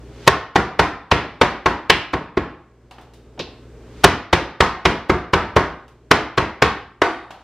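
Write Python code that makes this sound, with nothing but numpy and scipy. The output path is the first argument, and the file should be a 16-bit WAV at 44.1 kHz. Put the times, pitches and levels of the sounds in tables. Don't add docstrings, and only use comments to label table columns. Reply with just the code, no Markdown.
import sys
import numpy as np
from scipy import signal
from scipy.fft import next_fast_len
from scipy.io import wavfile
from scipy.ndimage import minimum_filter1d

SR = 44100
rng = np.random.default_rng(int(sys.argv[2]) if len(sys.argv) > 2 else 0)


def generate_wav(signal):
    frames = np.transpose(np.atleast_2d(signal))
    scaled = np.clip(frames, -1, 1) * 32767
    pcm = np.round(scaled).astype(np.int16)
    wavfile.write(sys.argv[1], SR, pcm)


N = 327795
RING_SIZE = 32768
AGE_S = np.arange(RING_SIZE) / SR

# frequency in Hz, side minus mid in dB.
DIFFUSE_WIDTH = [(60, -47), (200, -36), (400, -23), (1300, -22.5), (2400, -13.5), (4400, -4), (8000, 2.5)]
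DIRECT_WIDTH = [(100, -48), (700, -33), (2400, -17.5), (8000, -10)]
# frequency in Hz, density in dB.
TOUCH_SPECTRUM = [(100, -13), (500, -9.5), (750, 1.5), (1500, -8), (2200, -11.5), (2900, -9), (5000, -18.5),
                  (8000, -26.5), (15000, -36)]


def amp(db):
    return 10 ** (np.asarray(db) / 20)


def curve_at(points, hz):
    points_hz, values = np.transpose(points)
    return np.interp(np.log(hz + 1), np.log(points_hz + 1), values)


def add(mix, start_s, sound):
    part = mix[:, max(round(start_s * SR), 0):][:, :sound.shape[1]]
    part += sound[:, :part.shape[1]]


def colour(x, points, keep_power=False):
    size = next_fast_len(x.shape[-1] + 4096)
    gain = amp(curve_at(points, abs(np.fft.fftfreq(size, 1 / SR))))
    if keep_power:
        gain = gain / np.sqrt(np.mean(gain ** 2))
    response = np.exp(np.conj(signal.hilbert(np.log(gain))))
    return np.fft.ifft(np.fft.fft(x, size) * response).real[..., :x.shape[-1]]


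def blend(first, second, share):
    return share * first + np.sqrt(1 - share ** 2) * second


def swell(peak_s, sharpness):
    phase = AGE_S / peak_s
    return (phase * np.exp(1 - phase)) ** sharpness


def stereo_noise(size, width=DIFFUSE_WIDTH):
    mid, side = rng.standard_normal((2, size))
    side = colour(side, width)
    return np.array([mid + side, mid - side])


def kitchen(air_db=-43, waver_cycles=0.06):
    # frequency in Hz, rms level in dB.
    hum_tones = [(59.3, -44), (118.6, -46.5), (241, -53.5), (412, -54), (13000, -82.5)]
    # frequency in Hz, density in dB.
    air_spectrum = [(25, -8), (55, -2.5), (90, -9.5), (140, -4.5), (200, -12), (300, -7.5), (440, -6),
                    (700, -19), (1450, -25), (4000, -36.5), (8000, -42.5), (15000, -67)]
    t = np.arange(N) / SR
    knots_s = np.linspace(0, N / SR, 40)
    hum = np.zeros(N)
    for hz, db in hum_tones:
        drift = np.interp(t, knots_s, waver_cycles * rng.standard_normal(len(knots_s)))
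        hum += np.sqrt(2) * amp(db) * np.sin(2 * np.pi * (hz * t + drift))
    return amp(air_db) * colour(stereo_noise(N), air_spectrum, keep_power=True) + hum


def room_tail(build_s=0.0022):
    # frequency in Hz, T60 in seconds.
    room_t60 = [(60, 0.47), (160, 0.51), (420, 0.47), (1100, 0.53), (2900, 0.46), (5000, 0.43),
                (8000, 0.29), (14000, 0.35)]
    hz, t, bins = signal.stft(stereo_noise(RING_SIZE), SR, nperseg=256)
    decay = amp(-60 * t / curve_at(room_t60, hz)[:, None])
    tail = signal.istft(bins * decay, SR, nperseg=256)[1]
    return tail[:, :RING_SIZE] * (1 - np.exp(-AGE_S / build_s))


def arm_rustle(rise_db_per_s=89.5, fall_db_per_s=499.5):
    # peak time in seconds, level in dB.
    lifts = [(0.261, -45), (4.031, -48.5), (7.42, -50)]
    # frequency in Hz, density in dB.
    rustle_spectrum = [(300, -18), (1000, 5.5), (3500, 1.5), (6000, -7), (12000, -25), (16000, -40.5)]
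    t = np.arange(N) / SR
    envelope = np.zeros(N)
    for peak_s, db in lifts:
        before_s, after_s = np.maximum(peak_s - t, 0), np.maximum(t - peak_s, 0)
        envelope += amp(db - rise_db_per_s * before_s - fall_db_per_s * after_s)
    return envelope * colour(stereo_noise(N), rustle_spectrum, keep_power=True)


def tick(spectrum, decay_s, room_db):
    burst = stereo_noise(RING_SIZE, DIRECT_WIDTH) * np.exp(-AGE_S / decay_s)
    return colour(burst + amp(room_db) * room_tail(), spectrum, keep_power=True)


def touches():
    # start in seconds, level in dB, tilt in dB per octave.
    contacts = [(0.266, -25, -1.5), (2.9105, -28, -0.5), (2.9833, -27.5, -3.5), (3.012, -43, 3),
                (3.136, -47, 5), (3.377, -29.5, -7.5), (5.880, -41, 2.5), (7.306, -19, -2)]
    out = np.zeros((2, N))
    for start_s, db, db_per_octave in contacts:
        tilt = [(hz, db_per_octave * np.log2(hz / 1000)) for hz in (300, 8000)]
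        touch = tick(TOUCH_SPECTRUM, decay_s=0.0081, room_db=-7)
        add(out, start_s, amp(db) * colour(touch, tilt))
    return out


def knife_clack():
    # frequency in Hz, density in dB.
    clack_spectrum = [(100, -11.5), (600, -6.5), (1900, -17), (2650, 4.5), (3200, 0), (3800, 4),
                      (5400, -5.5), (6800, -18), (9000, -33), (15000, -40.5)]
    return tick(clack_spectrum, decay_s=0.018, room_db=-11.5)


def blade_ring():
    # frequency in Hz, level in dB, T60 in seconds.
    blade_modes = [(3709, 0.5, 0.83), (4540, -8, .8), (7145, -6, 0.45), (7790, -11, .5), (9100, -12, .6)]
    hz, db, t60_s = np.transpose(blade_modes)[:, :, None]
    ring = (amp(db - 60 * AGE_S / t60_s) * np.sin(2 * np.pi * hz * AGE_S)).sum(0)
    return np.array([ring, ring])


def fibre_crush(peak_s, cracks_per_s=1800):
    cracks = rng.standard_normal(RING_SIZE) * np.sqrt(SR / cracks_per_s)
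    cracks *= rng.random(RING_SIZE) < cracks_per_s / SR
    crush = colour(cracks * swell(peak_s, sharpness=2), TOUCH_SPECTRUM, keep_power=True)
    return np.array([crush, crush])


def board_ring(age_s, note_hz, own_hz=1066, half_width_hz=22, beat_hz=23, note_t60_s=0.55):
    # frequency in Hz, level in dB, T60 in seconds.
    board_modes = [(65, -10.5, 0.43), (86, -9, 0.3), (127.5, -12.5, 0.32), (168, -9, 0.33),
                   (300.7, -11.5, 0.41), (330, -19, 0.12), (375, 1, 0.15), (426.5, -5.5, .25),
                   (481, -9, 0.28), (710.4, -10.5, 0.4), (912, -5, 0.29), (979, -8.5, 0.35),
                   (1087.6, 3.5, 0.12), (1482, -10.5, 0.37), (1640, -12.5, 0.14), (1913, -13, 0.36)]
    note_db = -14.5 + 8 / (1 + ((note_hz - own_hz) / half_width_hz) ** 2)
    pair = [(note_hz, note_db, note_t60_s), (note_hz + beat_hz, note_db - 6, note_t60_s)]
    hz, db, t60_s = np.transpose(board_modes + pair)[:, :, None]
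    weight, detune, lag = rng.standard_normal((3, len(hz), 1))
    swing = np.sin(2 * np.pi * hz * (1 + 0.004 * detune) * (age_s + 0.0004 * lag))
    decay = amp(db + 0.8 * weight - 60 * age_s / t60_s)
    onset = 1 - np.exp(-age_s / 0.0005)
    return (decay * swing).sum(0) * onset


def room_ring(chatter, impact_s, fixed_tail):
    # frequency in Hz, density in dB.
    room_spectrum = [(25, -12), (60, -0.5), (130, -4), (220, -2), (350, 1.5), (580, -4), (1050, -1.5),
                     (2000, -5.5), (3500, -14), (5500, -23), (8500, -35.5), (15000, -55.5)]
    impact = signal.unit_impulse(RING_SIZE, round(impact_s * SR))
    drive = blend(chatter / np.linalg.norm(chatter), impact, share=0.34)
    reflections = blend(fixed_tail, room_tail(), share=0.4)
    tail = signal.fftconvolve(reflections, drive[None], axes=1)[:, :RING_SIZE]
    return colour(tail, room_spectrum, keep_power=True)


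def blow_tone(force_db, thud_db, crack_db):
    hollow_db = -0.14 + 0.46 * max(thud_db, 0) - 0.15 * force_db
    snap_db = -1.5 + 0.67 * force_db + 0.56 * crack_db
    return [(160, thud_db), (330, hollow_db), (480, hollow_db), (800, 0.0024), (1400, 0.0011),
            (2700, crack_db), (6000, snap_db)]


def pounding(slap_db=8.5, ring_db=-1.5, room_db=-0.32, crush_db=-22, blade_db=-47, crush_s=0.008):
    # impact time in seconds, force, thud and crack in dB, spot's note in Hz.
    blows = [ (0.2766, 3, -1, -1, 1064), (0.5572, 2.5, 2, -4.5, 735), (0.7925, 3, 0, -4, 1049),
             (1.114, -1, 2.5, 3, 924), (1.4131, 0.5, -1.5, -1, 1002), (1.6593, -1.5, -1, -3.5, 980),
             (1.8983, 0, 0, 10, 1047), (2.134, -6.5, 4, -3, 1070), (2.3712, -8.5, 7.5, -2.5, 1071),
             (3.3960, -35, 12, 4, 1062), (4.0423, 6.5, 2.5, 0, 1266), (4.3291, 4, 2, 0.3, 850),
             (4.6052, 5, -2, -3.5, 1071), (4.8531, 2, 3, 0.5, 955), (5.0960, -1, 5, -6.5, 1114),
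             (5.3343, -1, 4, -1.5, 1190), (5.5637, -0.5, 1, -5.5, 1088), (6.1118, 3, -2.5, -.5, 1007),
             (6.3769, -1, 0.5, -1.5, 955), (6.621, 1, 1, 1.5, 1080), (7.0176, 0.5, -13, -4.5, 1236)]
    # frequency in Hz, density in dB.
    slap_spectrum = [(25, -25), (70, 8.5), (200, -3), (400, 7.5), (620, 2), (1000, 3), (1900, -0.5),
                     (3500, -6.5), (6000, -17.5), (9000, -34.5), (15000, -44)]
    out = np.zeros((2, N))
    fixed_tail = room_tail()
    for hit_s, force_db, thud_db, crack_db, note_hz in blows:
        cushion = np.exp(0.03 * thud_db)
        give_s, peak_s = 0.0032 * cushion, 0.007 * cushion
        chatter = stereo_noise(RING_SIZE, DIRECT_WIDTH) * swell(peak_s, sharpness=3.6)
        slap = amp(slap_db) * colour(chatter, slap_spectrum, keep_power=True)
        ring = amp(ring_db) * board_ring(np.maximum(AGE_S - give_s, 0), note_hz)
        room = amp(room_db) * room_ring(chatter[0], give_s, fixed_tail)
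        blow = colour(slap + ring + room, blow_tone(force_db, thud_db, crack_db))
        add(out, hit_s - give_s, amp(force_db) * blow)
        add(out, hit_s - crush_s * cushion, amp(crush_db + force_db) * fibre_crush(crush_s))
        add(out, hit_s, amp(blade_db + force_db - thud_db) * blade_ring())
    return out


def scene():
    mix = pounding() + touches() + arm_rustle() + kitchen()
    add(mix, start_s=3.136, sound=amp(-59) * blade_ring())
    add(mix, start_s=3.3925, sound=amp(-19) * knife_clack())
    return mix


def record(dry, threshold_db=-6.5, slope=0.86, attack_s=0.0042, hold_s=0.41, recover_db_per_s=10,
           low_cut_hz=38, edge_hz=15700):
    dry = signal.sosfilt(signal.butter(2, low_cut_hz, "highpass", fs=SR, output="sos"), dry)
    pole = np.exp(-1 / (attack_s * SR))
    power = signal.lfilter([1 - pole], [1, -pole], (dry ** 2).mean(0))
    cut_db = slope * np.maximum(10 * np.log10(power + 1e-12) - threshold_db, 0)
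    half_hold = round(hold_s * SR / 2)
    held_db = -minimum_filter1d(-cut_db, 2 * half_hold + 1, origin=half_hold, mode="nearest")
    ramp_db = recover_db_per_s * np.arange(N) / SR
    released_db = np.maximum.accumulate(held_db + ramp_db) - ramp_db
    gain = amp(-signal.lfilter([1 - pole], [1, -pole], released_db))
    clipped = np.clip(dry * gain, -0.97, 0.97)
    band_limit = signal.firwin(255, edge_hz, window=("kaiser", 8), fs=SR)
    return signal.oaconvolve(clipped, band_limit[None], "same", axes=1)


dry = scene()
out = record(dry)
generate_wav(out)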